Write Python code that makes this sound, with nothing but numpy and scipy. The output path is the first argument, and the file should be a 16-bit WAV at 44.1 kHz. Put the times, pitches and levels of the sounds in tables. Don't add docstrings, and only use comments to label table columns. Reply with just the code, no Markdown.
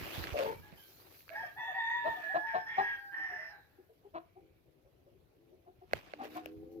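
import sys
import numpy as np
from scipy import signal
from scipy.fft import rfft, irfft
from scipy.io import wavfile
from scipy.ndimage import uniform_filter1d

SR = 44100
rng = np.random.default_rng(int(sys.argv[2]) if len(sys.argv) > 2 else 0)


def unload_audio(sound):
    columns = np.transpose(np.atleast_2d(sound))
    steps = np.round(np.clip(columns, -1, 1) * 32767)
    wavfile.write(sys.argv[1], SR, steps.astype(np.int16))


def nominal_scale(level):
    x = np.asarray(level, float) / 20
    return 10 ** x


N = 299880

# [f/Hz, left-right level/dB]
PORT_SHADING = [(60, 2.5), (150, 2), (380, 4.5), (950, 5), (2380, -5), (5980, -7), (15000, 11.5)]


def evened(x):
    return x / np.sqrt(np.mean(x ** 2) + 1e-20)


def read(points, hz):
    f, value = np.transpose(points)
    return np.interp(np.log(hz + 1), np.log(f + 1), value)


def unroll(rows):
    s, *columns = np.transpose(rows)
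    t = np.arange(s[0], s[-1], 1 / SR)
    return s[0], [np.interp(t, s, c) for c in columns]


def add(mix, s, sound):
    part = mix[..., round(s * SR):][..., :sound.shape[-1]]
    part += sound[..., :part.shape[-1]]


def wobble(size, hz):
    settle = 4000
    drift = signal.lfilter(*signal.butter(2, hz, fs=SR), rng.standard_normal(size + settle))
    return evened(drift[settle:])


def resonate(x, hz, width, count=1):
    turn = np.exp(2j * np.pi * np.cumsum(hz * np.ones(len(x))) / SR)
    r = np.exp(-np.pi * width / SR)
    low = x / turn
    for _ in range(count):
        low = signal.lfilter([1 - r], [1, -r], low)
    return 2 * (turn * low).real


def swell(t, rise):
    return t / rise * np.exp(1 - t / rise)


def ports(x, lag_ms, wet_db):
    # [f/Hz, t60/s]
    wall_decay = [(200, 0.4), (800, 0.32), (2500, 0.39), (8000, 0.1)]
    taps = np.zeros((2, SR // 2))
    at = np.arange(100, SR // 2 - 20, 20) + rng.integers(0, 20, (2, (SR // 2 - 101) // 20))
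    np.put_along_axis(taps, at, rng.choice([-1., 1.], at.shape), 1)
    hz, t, z = signal.stft(taps, SR, nperseg=256)
    decay = nominal_scale(-60 * t / read(wall_decay, hz)[:, None])
    tail = signal.istft(z * decay, SR, nperseg=256)[1]
    tail /= np.linalg.norm(tail[0])
    both = x + nominal_scale(wet_db) * signal.fftconvolve(x[None], tail, axes=1)[:, :N]

    hz = np.fft.rfftfreq(2 * N, 1 / SR)
    side = np.array([[.5], [-.5]])
    shading = nominal_scale(side * read(PORT_SHADING, hz))
    delay = np.exp(-2j * np.pi * hz * side * lag_ms / 1000)
    return irfft(rfft(both, 2 * N) * shading * delay)[:, :N]


def phrase(notes, throat, attack_s, release_s, sag_db, scoop, rough, strain, tires=0):
    edge_db = -19
    crow_start_s = 1.9
    calls = []
    for s, length, from_hz, to_hz, effort_db in notes:
        t = np.linspace(0, length, 40)
        edge = np.clip(np.maximum(1 - t / attack_s, 1 - (length - t) / release_s), 0, 1)
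        hz = (from_hz + (to_hz - from_hz) * t / length) * (1 - scoop * edge)
        level_db = effort_db + edge_db * edge - sag_db * t / length
        over_db = read(throat, hz)
        first_db = level_db - 10 * np.log10(1 + nominal_scale(2 * over_db))
        shaky = rough + strain * np.maximum(-40 - level_db, 0) + tires * max(s - crow_start_s, 0)
        calls.append(np.transpose([s + t, hz, first_db, first_db + over_db, shaky]))
    return calls


def syllable(rows, beak_db):
    # [t/s, f/Hz]
    gape = [(.9, 3100), (1.4, 5200), (1.56, 3500), (2.2, 3600), (2.42, 5400), (3.1, 4850), (3.18, 5500),
            (3.47, 5100), (3.56, 4100)]
    upper_partials = [-21, -23, -41.5, -29, -40, -42]
    # [f/Hz, width/Hz, level/dB]
    breath_bands = [(1620, 1380, 0), (2260, 45, -13), (2880, 500, -34.5)]
    s, (hz, first_db, second_db, rough) = unroll(rows)
    size = len(hz)
    glide = uniform_filter1d(abs(np.gradient(np.log(hz))) * SR, 2500)
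    rough = np.clip(rough + .05 * np.minimum(glide, 5), 0, 1)
    turns = 2 * np.pi * np.cumsum(hz * (1 + .045 * rough * wobble(size, 70))) / SR
    effort = np.hypot(nominal_scale(first_db), nominal_scale(second_db))
    gape_hz = np.interp(s + np.arange(size) / SR, *np.transpose(gape))

    tone = nominal_scale(first_db) * np.sin(turns) + nominal_scale(second_db) * np.sin(2 * turns)
    for k, db in enumerate(upper_partials, 3):
        lift = .07 + 1 / (1 + ((k * hz - gape_hz) / 220) ** 2)
        partial = np.sin(k * turns + k * k) * (1 + .5 * wobble(size, 60))
        tone += effort * nominal_scale(beak_db + db) * lift * partial
    throb = (1 + 1.2 * rough * wobble(size, 110)) / np.sqrt(1 + 1.44 * rough ** 2)

    breath = rng.standard_normal(size)
    rasp = sum(nominal_scale(db) * evened(resonate(breath, f, w, count=3)) for f, w, db in breath_bands)
    voice = np.sqrt(2) * tone * throb + nominal_scale(second_db) * 0.95 * rough ** 1.5 * rasp
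    return s, voice * signal.windows.tukey(size, .05)


def bird(calls, beak_db):
    out = np.zeros(N)
    for rows in calls:
        add(out, *syllable(rows, beak_db))
    return out


def clear_rooster():
    # [t/s, length/s, start f/Hz, end f/Hz, effort level/dB]
    clear_notes = [(.615, 0.11, 833, 850, -61), (1.295, 0.075, 646, 699, -47),
                   (1.338, 0.095, 806, 940, -41.5), (1.425, 0.035, 788, 666, -39.5),
                   (1.56, 0.15, 863, 938, -44.5), (1.67, 0.069, 805, 684, -44), (1.74, 0.06, 788, 756, -44),
                   (1.77, 0.17, 917.4, 919, -37.5), (1.935, 0.13, 964, 945, -40),
                   (2.04, 0.11, 932.3, 909, -35.5), (2.155, 0.073, 759, 678, -49),
                   (2.22, 0.082, 656, 656, -49.5), (2.285, 0.086, 725, 862, -47.5),
                   (2.37, 0.082, 844, 857, -46), (2.425, 0.23, 911, 877, -43.5),
                   (2.65, 0.12, 874, 850, -52), (2.79, 0.19, 836, 811.6, -43),
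                   (2.97, 0.23, 807, 797.8, -45.5), (3.17, 0.11, 801, 772, -58),
                   (3.28, 0.11, 742, 708, -55), (3.37, 0.15, 628, 666, -59)]
    # [f/Hz, level/dB]
    clear_throat = [(650, -20), (780, -28), (800, 11), (826, 17), (842, 2), (885, 1), (925, -9)]
    calls = phrase(clear_notes, clear_throat, 0.019, 0.022, 1.5, 0.025, rough=.06, strain=.003)
    return ports(bird(calls, -4.), -.12, -8.)


def overtones():
    # [t/s, length/s, start f/Hz, end f/Hz, width/Hz]
    rings = [(.45, .12, 960, 915, 50), (1.35, .14, 5200, 5350, 600), (1.36, .15, 3250, 3200, 200),
             (1.41, .1, 1210, 1230, 60), (1.3, .2, 640, 620, 120), (1.555, .07, 770, 790, 60),
             (1.6, .2, 650, 700, 120), (1.565, .22, 3480, 3510, 130), (1.76, .27, 3560, 3600, 100),
             (2.0, .2, 3540, 3490, 170), (1.56, .3, 2620, 2680, 140), (1.84, .32, 2690, 2730, 160),
             (1.6, .07, 5700, 5700, 160), (1.6, .15, 6250, 6350, 300), (1.7, .4, 4620, 4560, 200),
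             (1.84, .16, 6250, 6280, 150), (1.65, .1, 1200, 1230, 70), (2.1, .15, 1220, 1250, 70),
             (2.18, .14, 2450, 2400, 250), (2.22, .23, 3400, 3380, 200), (2.43, .24, 5420, 5340, 110),
             (2.64, .23, 5340, 5080, 150), (2.64, .36, 3340, 3220, 170), (2.7, .27, 2650, 2750, 500),
             (2.68, .28, 2200, 2320, 300), (2.65, .2, 6200, 5900, 150), (2.8, .17, 5650, 5650, 400),
             (3.1, .2, 3080, 2980, 220), (3.26, .29, 2910, 2870, 120), (3.15, .25, 5480, 5400, 420),
             (3.33, .21, 5380, 5100, 520), (3.25, .29, 5900, 5800, 350), (3.44, .22, 4180, 3900, 260),
             (3.2, .25, 2040, 2010, 90), (1.31, .2, 2400, 2400, 700), (2.46, .14, 2300, 2300, 300),
             (1.6, .5, 7050, 7200, 350), (2.22, .2, 7650, 7600, 300), (4.2, .42, 2230, 2420, 380),
             (5.97, .25, 2200, 2500, 600)]
    # [t/s, length/s, start f/Hz, end f/Hz, width/Hz]
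    more_rings = [(.54, .06, 2300, 2290, 60), (.77, .03, 3080, 3080, 60), (1.31, .05, 2230, 2230, 60),
                  (1.7, .45, 2250, 2350, 500), (2.68, .1, 2050, 2250, 120), (2.2, .16, 2800, 2800, 1200),
                  (2.45, .17, 2900, 3000, 1200), (2.66, .3, 2900, 2800, 1100), (3.12, .4, 2600, 2500, 900),
                  (1.57, .6, 3100, 3100, 900)]
    ring_levels = [-57, -71, -70.5, -65, -63.5, -57, -64.5, -60, -58, -65.5, -63.5, -67, -75, -81, -78,
                   -73.5, -67, -64.5, -64, -74, -71.5, -70, -64.5, -66.5, -58.5, -79, -76.5, -72.5, -81.5,
                   -71.5, -70, -83, -78.5, -57, -66.5, -58.5, -83, -84.5, -86, -77, -69, -65, -58, -63,
                   -54.5, -68, -66, -65, -70, -72]
    out = np.zeros(N)
    for (s, length, from_hz, to_hz, width), level_db in zip(rings + more_rings, ring_levels):
        hz = np.linspace(from_hz, to_hz, round(length * SR))
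        ring = evened(resonate(rng.standard_normal(len(hz)), hz, width, count=2))
        add(out, s, nominal_scale(level_db) * ring * signal.windows.tukey(len(hz), .3))
    return out


def hoarse_rooster():
    # [t/s, length/s, start f/Hz, end f/Hz, effort level/dB]
    hoarse_notes = [(1.33, 0.17, 937, 896, -47.5), (1.565, 0.19, 966, 902, -45),
                    (1.73, 0.21, 952.4, 914.5, -39), (1.88, 0.14, 950.3, 941.5, -37),
                    (2.04, 0.097, 934, 938, -50), (2.15, 0.13, 915, 907, -50.5),
                    (2.23, 0.17, 904, 947, -46), (2.44, 0.14, 934, 901, -45.5),
                    (2.65, 0.23, 911.6, 946, -43), (2.76, 0.21, 931.5, 935, -38.5),
                    (3.115, 0.249, 911.3, 896.4, -42), (3.3, 0.2, 872, 917, -46),
                    (3.47, 0.15, 834.5, 805, -56.5), (3.6, 0.31, 842, 814, -79.5)]
    # [f/Hz, level/dB]
    hoarse_throat = [(620, -12.5), (850, 6.5), (905, 22.5), (930, 15), (955, 4)]
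    calls = phrase(hoarse_notes, hoarse_throat, 0.024, 0.055, 3.06, 0.034,
                   rough=.12, strain=.013, tires=.12)
    return ports(bird(calls, -9.5) + overtones(), -0.11, -5)


def thin_rooster():
    # [t/s, length/s, start f/Hz, end f/Hz, effort level/dB]
    thin_notes = [
        (.78, 0.047, 832, 802, -67.5),
        (.812, 0.054, 778, 780, -68),
        (1.31, 0.029, 870, 840, -48.5),
        (1.39, 0.089, 825, 815, -48.5),
        (1.555, 0.25, 876, 866, -53.5),
        (1.74, 0.26, 899, 881, -48.5),
        (1.98, 0.171, 866, 889, -47.5),
        (2.14, 0.11, 885, 868, -50.5),
        (2.225, 0.25, 855.6, 851.6, -43.5),
        (2.43, 0.18, 863, 782, -47.5),
    ]
    # [f/Hz, level/dB]
    thin_throat = [(780, 26), (900, 28)]
    calls = phrase(thin_notes, thin_throat, 0.014, 0.021, 0.97, 0.02, rough=.06, strain=.003)
    return ports(bird(calls[:2], 20.7) + bird(calls[2:], -3.0), 0.099, -3.0)


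def squawk():
    # [t/s, length/s, start f/Hz, end f/Hz, effort level/dB]
    squawk_notes = [
        (.335, 0.099, 588.5, 603, -35),
        (.385, 0.089, 545, 552.5, -34),
        (.452, 0.1027, 436, 465, -39),
    ]
    # [f/Hz, level/dB]
    hen_throat = [(450, -4), (590, -21)]
    calls = phrase(squawk_notes, hen_throat, 0.011, 0.0051, 10.3, 0.014, rough=0.45, strain=0.007)
    return ports(bird(calls, -42.0), 0.35, -17.5)


def clucks():
    # [t/s, peak level/dB, chest f/Hz, chest level under peak/dB, throat f/Hz]
    cluck_rows = [(2.057, -23.5, 431, -25.5, 647.4), (2.35, -19.5, 326, -22, 684),
                  (2.546, -21.5, 445, -25.5, 697.5), (2.783, -20, 394.6, -20, 782.4),
                  (3.179, -48.5, 314.6, -9.5, 754), (3.313, -46.5, 402, -9, 701),
                  (3.783, -59.5, 370, 5, 778), (3.895, -58, 447, 1, 641), (4.045, -55, 403, 3.5, 782),
                  (4.149, -34, 332, -9.5, 660.5), (4.362, -51, 373, -0.5, 739), (4.858, -55, 378, -13, 549),
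                  (5.065, -53, 352, -9.5, 532), (5.522, -57, 366, 0, 627), (5.67, -49, 369.6, -4, 711),
                  (5.817, -52, 374, -2.5, 727), (6.196, -36.5, 256.6, -12, 770),
                  (6.23, -40, 429.4, -6.5, 609), (6.361, -35.5, 323, -6.5, 707)]
    open_db, wide_at_db, shut_soft, shut_loud = -7, -33, 1.1, .75
    lead = .62
    out = np.zeros(N)
    t = np.arange(round(.1 * SR)) / SR
    for s, peak_db, chest_hz, chest_db, throat_hz in cluck_rows:
        beak_db = open_db - max(shut_soft * (wide_at_db - peak_db), shut_loud * (peak_db - wide_at_db))
        rise = 0.023 + 0.00042 * max(beak_db + 30.0, 0)
        shape = swell(t, rise) ** 3.5 + .06 * np.tanh(t / rise) ** 3 * np.exp(-t / .035)
        shape *= nominal_scale(1.6 * wobble(len(t), 90))

        mouth = throat_hz * (.88 + 0.16 * np.tanh(t / 0.022))
        turns = np.cumsum(.5 * mouth * (1 + 0.045 * wobble(len(t), 80))) / SR
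        pulses = evened(sum(np.cos(2 * np.pi * k * turns) for k in range(1, 14)))
        drive = pulses * (1 + 0.3 * np.cos(np.pi * turns)) + 0.5 * wobble(len(t), 4000)

        def formant(low_hz, low_width, high_hz, high_width):
            return evened(resonate(resonate(drive, low_hz, low_width), high_hz, high_width))

        throat = formant(mouth, 190, mouth, 220)
        upper = formant(870, 440, 1020, 650)
        upper += nominal_scale(-23.5) * formant(2100, 400, 2250, 500)
        upper += nominal_scale(-31) * formant(3200, 500, 3200, 500)
        upper += nominal_scale(-22.0 + 0.91 * min(peak_db + 25.5, 0)) * formant(3800, 420, 3800, 420)
        upper *= np.sqrt(np.roll(shape, 150))

        puff = shape * evened(resonate(rng.standard_normal(len(t)), 220, 300, count=2))
        chest = np.sin(2 * np.pi * chest_hz * t) * np.roll(shape, 300) ** .85
        chest *= 1 + .3 * wobble(len(t), 60)
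        voice = shape * (throat + nominal_scale(beak_db + 7.5) * upper)
        cluck = voice + nominal_scale(chest_db + 8.0) * chest + nominal_scale(-24.5) * puff
        add(out, s - lead * rise, nominal_scale(peak_db - 13.5) * cluck)
    return ports(out, 0.32, -17.0)


def growls():
    # [t/s, voice f/Hz, level/dB]
    growl_rows = [
        [(0.99, 384, -67), (1.046, 358, -78), (1.17, 370.5, -79)],
        [(4.38, 379, -86.5), (4.428, 322.4, -67.5), (4.6, 339, -88.5)],
        [(5.38, 326, -75), (5.434, 341.3, -72), (5.6, 341, -77.5)],
        [(6.13, 298.8, -63.5), (6.5, 317.3, -57.5), (6.78, 335, -54), (6.8, 326, -50.5)],
    ]
    out = np.zeros(N)
    for rows in growl_rows:
        s, (hz, level_db) = unroll(rows)
        size = len(hz)
        voice = 2 * np.pi * np.cumsum(hz * (1 + 0.009 * wobble(size, 20))) / SR
        flutter = .287 * voice
        above = .45 * np.sin(voice + flutter) + .3 * np.sin(voice + 2 * flutter)
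        above += .09 * np.sin(voice + 4.6 * flutter) * wobble(size, 25)
        below = .24 * np.sin(.78 * voice) + .17 * np.sin(flutter) + .05 * np.sin(2 * flutter)
        tone = evened(np.sin(voice) + above + below) * (1 + 0.25 * wobble(size, 45))
        add(out, s, nominal_scale(level_db) * tone * np.tanh(np.arange(size) / 600))
    return ports(out, 0.032, -6)


def ticks():
    # [t/s, click level/dB, case level under click/dB, click f/Hz, left-right level/dB]
    taps_on_case = [(0.2398, -33, -22, 1710, -5.5), (.2713, -34, -15, 1870, -4),
                    (0.39, -36.5, -24, 2500, 1), (0.454, -43, -15, 2000, -8), (.725, -56, 5.5, 2440, -11),
                    (1.1475, -56, -14.5, 2270, -9), (1.2062, -54.5, -21, 2260, -4),
                    (1.2798, -52, -16, 1330, 15), (1.2923, -44.5, -16, 2300, -17),
                    (1.302, -44, -18, 2210, -8), (5.9118, -55.5, 3, 1800, -5), (5.9333, -19.5, 0, 2020, -5),
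                    (5.988, -46, -6.5, 1880, 4), (6.136, -37, 4, 2130, -8), (6.244, -47, -10, 2800, 0),
                    (6.37, -49, -6, 3200, -2.5), (6.4587, -42, 6, 2680, 19), (6.473, -54, 3, 2815, 1)]
    # [f/Hz, level under click/dB, t60/s]
    case_modes = [(1640, 1.5, .012), (2500, -2.5, 0.011), (4250, 0, 0.0044), (5400, -4.5, 0.0031)]
    case_hz, case_rise_s, click_rise_s = 610, .0017, .0005
    out = np.zeros((2, N))
    t = np.arange(1500) / SR
    onset = np.tanh(t / click_rise_s)
    rings = [nominal_scale(db - 60 * t / t60) * np.sin(2 * np.pi * hz * t) * onset for hz, db, t60 in case_modes]
    left_rings = 0.42 * rings[0] + 0.47 * rings[1] + .4 * rings[2] + 1.4 * rings[3]
    right_rings = rings[0] + .4 * rings[1] + rings[2] + .3 * rings[3]
    for s, click_db, case_db, click_hz, pan_db in taps_on_case:
        case = nominal_scale(case_db) * swell(t, case_rise_s) ** 2 * np.sin(2 * np.pi * case_hz * t)
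        click = swell(t, click_rise_s) * np.sin(2 * np.pi * click_hz * t)
        left = 1.18 * case + nominal_scale(pan_db / 2) * (click + left_rings)
        right = case + nominal_scale(-pan_db / 2) * (click + right_rings)
        add(out, s, nominal_scale(click_db) * np.array([np.roll(left, 18), right]))
    return out


def snaps():
    # [t/s, peak level/dB, left-right level/dB]
    slips = [
        (0.273, -48.5, -0.5),
        (.3895, -37, -2.5),
        (.3915, -39, 1),
        (.48, -48, 2),
        (1.2914, -62, -2),
        (5.934, -28.5, -13.5),
        (6.245, -50.5, 4),
        (6.37, -34, 0),
        (6.459, -37.5, 6),
    ]
    out = np.zeros((2, N))
    t = np.arange(1500) / SR
    lower_band = signal.butter(2, [5500, 8500], "band", fs=SR)
    upper_band = signal.butter(2, [10500, 15500], "band", fs=SR)
    for s, peak_db, pan_db in slips:
        burst = swell(t, 0.0001) * rng.standard_normal((2, len(t)))
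        snap = nominal_scale(-5.0) * signal.lfilter(*lower_band, burst) + signal.lfilter(*upper_band, burst)
        add(out, s, nominal_scale(peak_db + pan_db * np.array([[.5], [-.5]])) * snap)
    return out


def bumps():
    # [t/s, peak level/dB, f/Hz]
    bump_rows = [
        (0.019, -31.5, 69),
        (0.176, -29, 99),
        (0.208, -31, 68),
        (0.322, -26.5, 70),
        (0.58, -47, 66),
        (0.724, -40, 168),
        (5.942, -36.5, 115),
    ]
    out = np.zeros((2, N))
    t = np.arange(4000) / SR
    for s, peak_db, hz in bump_rows:
        push = np.sin(2 * np.pi * hz * np.array([[1.25], [1]]) * t)
        push *= nominal_scale(peak_db - 60 * t / 0.055) * np.tanh(t / 0.0041)
        add(out, s, push * np.array([[.3], [1.6]]))
    return out


def strokes(rows, rest_db):
    t, level_db = np.arange(N) / SR, rest_db
    for s, peak_db, rise, fade in rows:
        level_db = np.maximum(level_db, peak_db - np.maximum(rise * (s - t), fade * (t - s)))
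    return level_db


def crackle(level_db):
    size = nominal_scale(3.2 * np.minimum(rng.exponential(1, (2, N)), 4))
    size *= (rng.random(N) < 500 / SR) * rng.choice([-1., 1.], (2, N))
    return nominal_scale(level_db) * evened(signal.lfilter(*signal.butter(1, [1200, 4500], "band", fs=SR), size))


def squeak():
    # [t/s, f/Hz, level/dB]
    finger_slide = [
        (0, 2350, -55),
        (.07, 2400, -56),
        (.13, 2880, -52),
        (.2, 3930, -54.5),
        (.26, 4360, -59),
    ]
    s, (hz, level_db) = unroll(finger_slide)
    friction = rng.standard_normal((2, len(hz)))
    ring = np.array([evened(resonate(z, hz, 760, count=2)) for z in friction])
    out = np.zeros((2, N))
    add(out, s, nominal_scale(level_db) * ring * nominal_scale([[-2.5], [2.5]]))
    return out


def noise(shape, level_db, patchy_db, alike=0.64):
    # [f/Hz, left-right likeness/1]
    likeness = [(60, 0.8), (240, 1), (950, -0.17), (3770, 0.12), (15000, -0.35)]
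    hz = np.fft.rfftfreq(512, 1 / SR)
    a, b, c, d, patches = rng.standard_normal((N // 128 + 5, 257, 5)).T
    patches = evened(uniform_filter1d(uniform_filter1d(patches, 6, 0), 10, 1))
    same = np.clip(alike * read(likeness, hz), -1, 1)[:, None]
    left = a + 1j * b
    right = same * left + np.sqrt(1 - same ** 2) * (c + 1j * d)
    side_db = read(PORT_SHADING, hz)[:, None] * np.array([.5, -.5])[:, None, None]
    z = np.array([left, right]) * nominal_scale(read(shape, hz)[:, None] + patchy_db * patches + side_db)
    return nominal_scale(level_db) * evened(signal.istft(z, nperseg=512, noverlap=384)[1][:, :N])


def hand():
    # [t/s, peak level/dB, rise/(dB/s), fade/(dB/s)]
    scrapes = [(.24, -44, 20.5, 54), (.395, -40, 215, 114), (.72, -62.5, 27, 48), (1.15, -64.5, 13, 146),
               (1.33, -60.5, 392, 52), (2.08, -56, 198, 26), (5.97, -49.5, 287, 284.5),
               (6.06, -60.5, 93, 33), (6.245, -49.5, 317, 284), (6.37, -50.5, 179, 282),
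               (6.47, -61, 100, 219)]
    # [t/s, peak level/dB, rise/(dB/s), fade/(dB/s)]
    slides = [(.19, -53.5, 20, 82), (.44, -59, 17, 51), (.8, -62.5, 170, 11.8), (1.2, -63, 30, 110),
              (1.4, -77, 35, 14), (2.08, -68, 190, 15), (2.82, -72.5, 100, 10.1), (5.95, -70, 320, 98),
              (6.24, -60.5, 1700, 400), (6.36, -66, 93, 200), (6.42, -79, 13, 14), (6.72, -74.5, 1100, 99)]
    # [t/s, peak level/dB, rise/(dB/s), fade/(dB/s)]
    pushes = [
        (0, -39, 100, 200),
        (.19, -21.5, 530, 88),
        (.32, -59, 200, 44),
        (.44, -49.5, 46, 110),
        (.74, -54.5, 420, 300),
        (1.46, -70, 28, 39),
        (2.08, -53.5, 250, 370),
        (5.93, -54, 340, 77),
        (6.58, -62.5, 59, 4.3),
    ]
    # [f/Hz, level/dB per Hz]
    rustle_shape = [(150, -33.5), (250, -20), (325, 6.5), (362, -7.5), (416, -33.5), (456, -7),
                    (1150, -10.5), (2650, -12), (10000, -37), (13000, -43.5), (22000, -120)]
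    # [f/Hz, level/dB per Hz]
    skin_shape = [(4120, -5), (7000, -13.5), (9360, -20), (10800, -4.5), (12200, 0.5), (15100, -2),
                  (16000, -19)]
    rumble_shape = [(20, -19.5), (60, -0.5), (110, 1.5), (200, -7.0), (400, -58.5), (16000, -99)]
    hiss_db, rumble_db = strokes(slides, -88), strokes(pushes, -81.5)
    rustle_db = strokes(scrapes, hiss_db - 5.5)
    grain_db = 2.5 * wobble(N, 150)

    rustle = noise(rustle_shape, rustle_db + grain_db, 2.3)
    hiss = noise([(20, -68.5), (2500, -22.0)] + skin_shape, hiss_db + 3.5 + 0.3 * grain_db, 2.4)
    hiss *= nominal_scale(np.array([[-2.5], [2.5]]))
    rumble = noise(rumble_shape, np.minimum(rumble_db + 0.5, -52), 2.8, 0.2)
    rumble *= nominal_scale(np.clip(-.6 * (rumble_db + 70.5), -16, 3) * np.array([[.5], [-.3]]))
    return rustle + crackle(rustle_db - 26.5) + squeak() + rumble + hiss


def far_hens():
    shape = [(150, -40), (250, -10), (340, 0), (450, -5), (700, -14), (1100, -40), (16000, -99)]
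    return noise(shape, -73 + 1.5 * wobble(N, 4), 3.)


def shed():
    # [f/Hz, level/dB per Hz]
    shed_shape = [(15, -33), (35, -22), (84, 7.5), (161, -6.5), (217, -14), (344, -10.5), (545, -6.5),
                  (818, -13.5), (1740, -19), (2610, -18), (7510, -34.5), (9320, -32), (11000, -28.5),
                  (14000, -31.5), (16000, -37.5)]
    return noise(shed_shape, -70, 2.3)


def scene():
    roosters = clear_rooster() + hoarse_rooster() + thin_rooster()
    hens = squawk() + clucks() + growls()
    handling = ticks() + snaps() + bumps() + hand()
    return roosters + nominal_scale(3.5) * hens + handling + far_hens() + shed()


def top_cut(x):
    return signal.sosfilt(signal.butter(12, 16510, fs=SR, output="sos"), x)


def record(dry):
    heard = signal.sosfilt(signal.butter(4, 44, "high", fs=SR, output="sos"), dry)
    return top_cut(heard)


dry = scene()
out = record(dry)
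unload_audio(out)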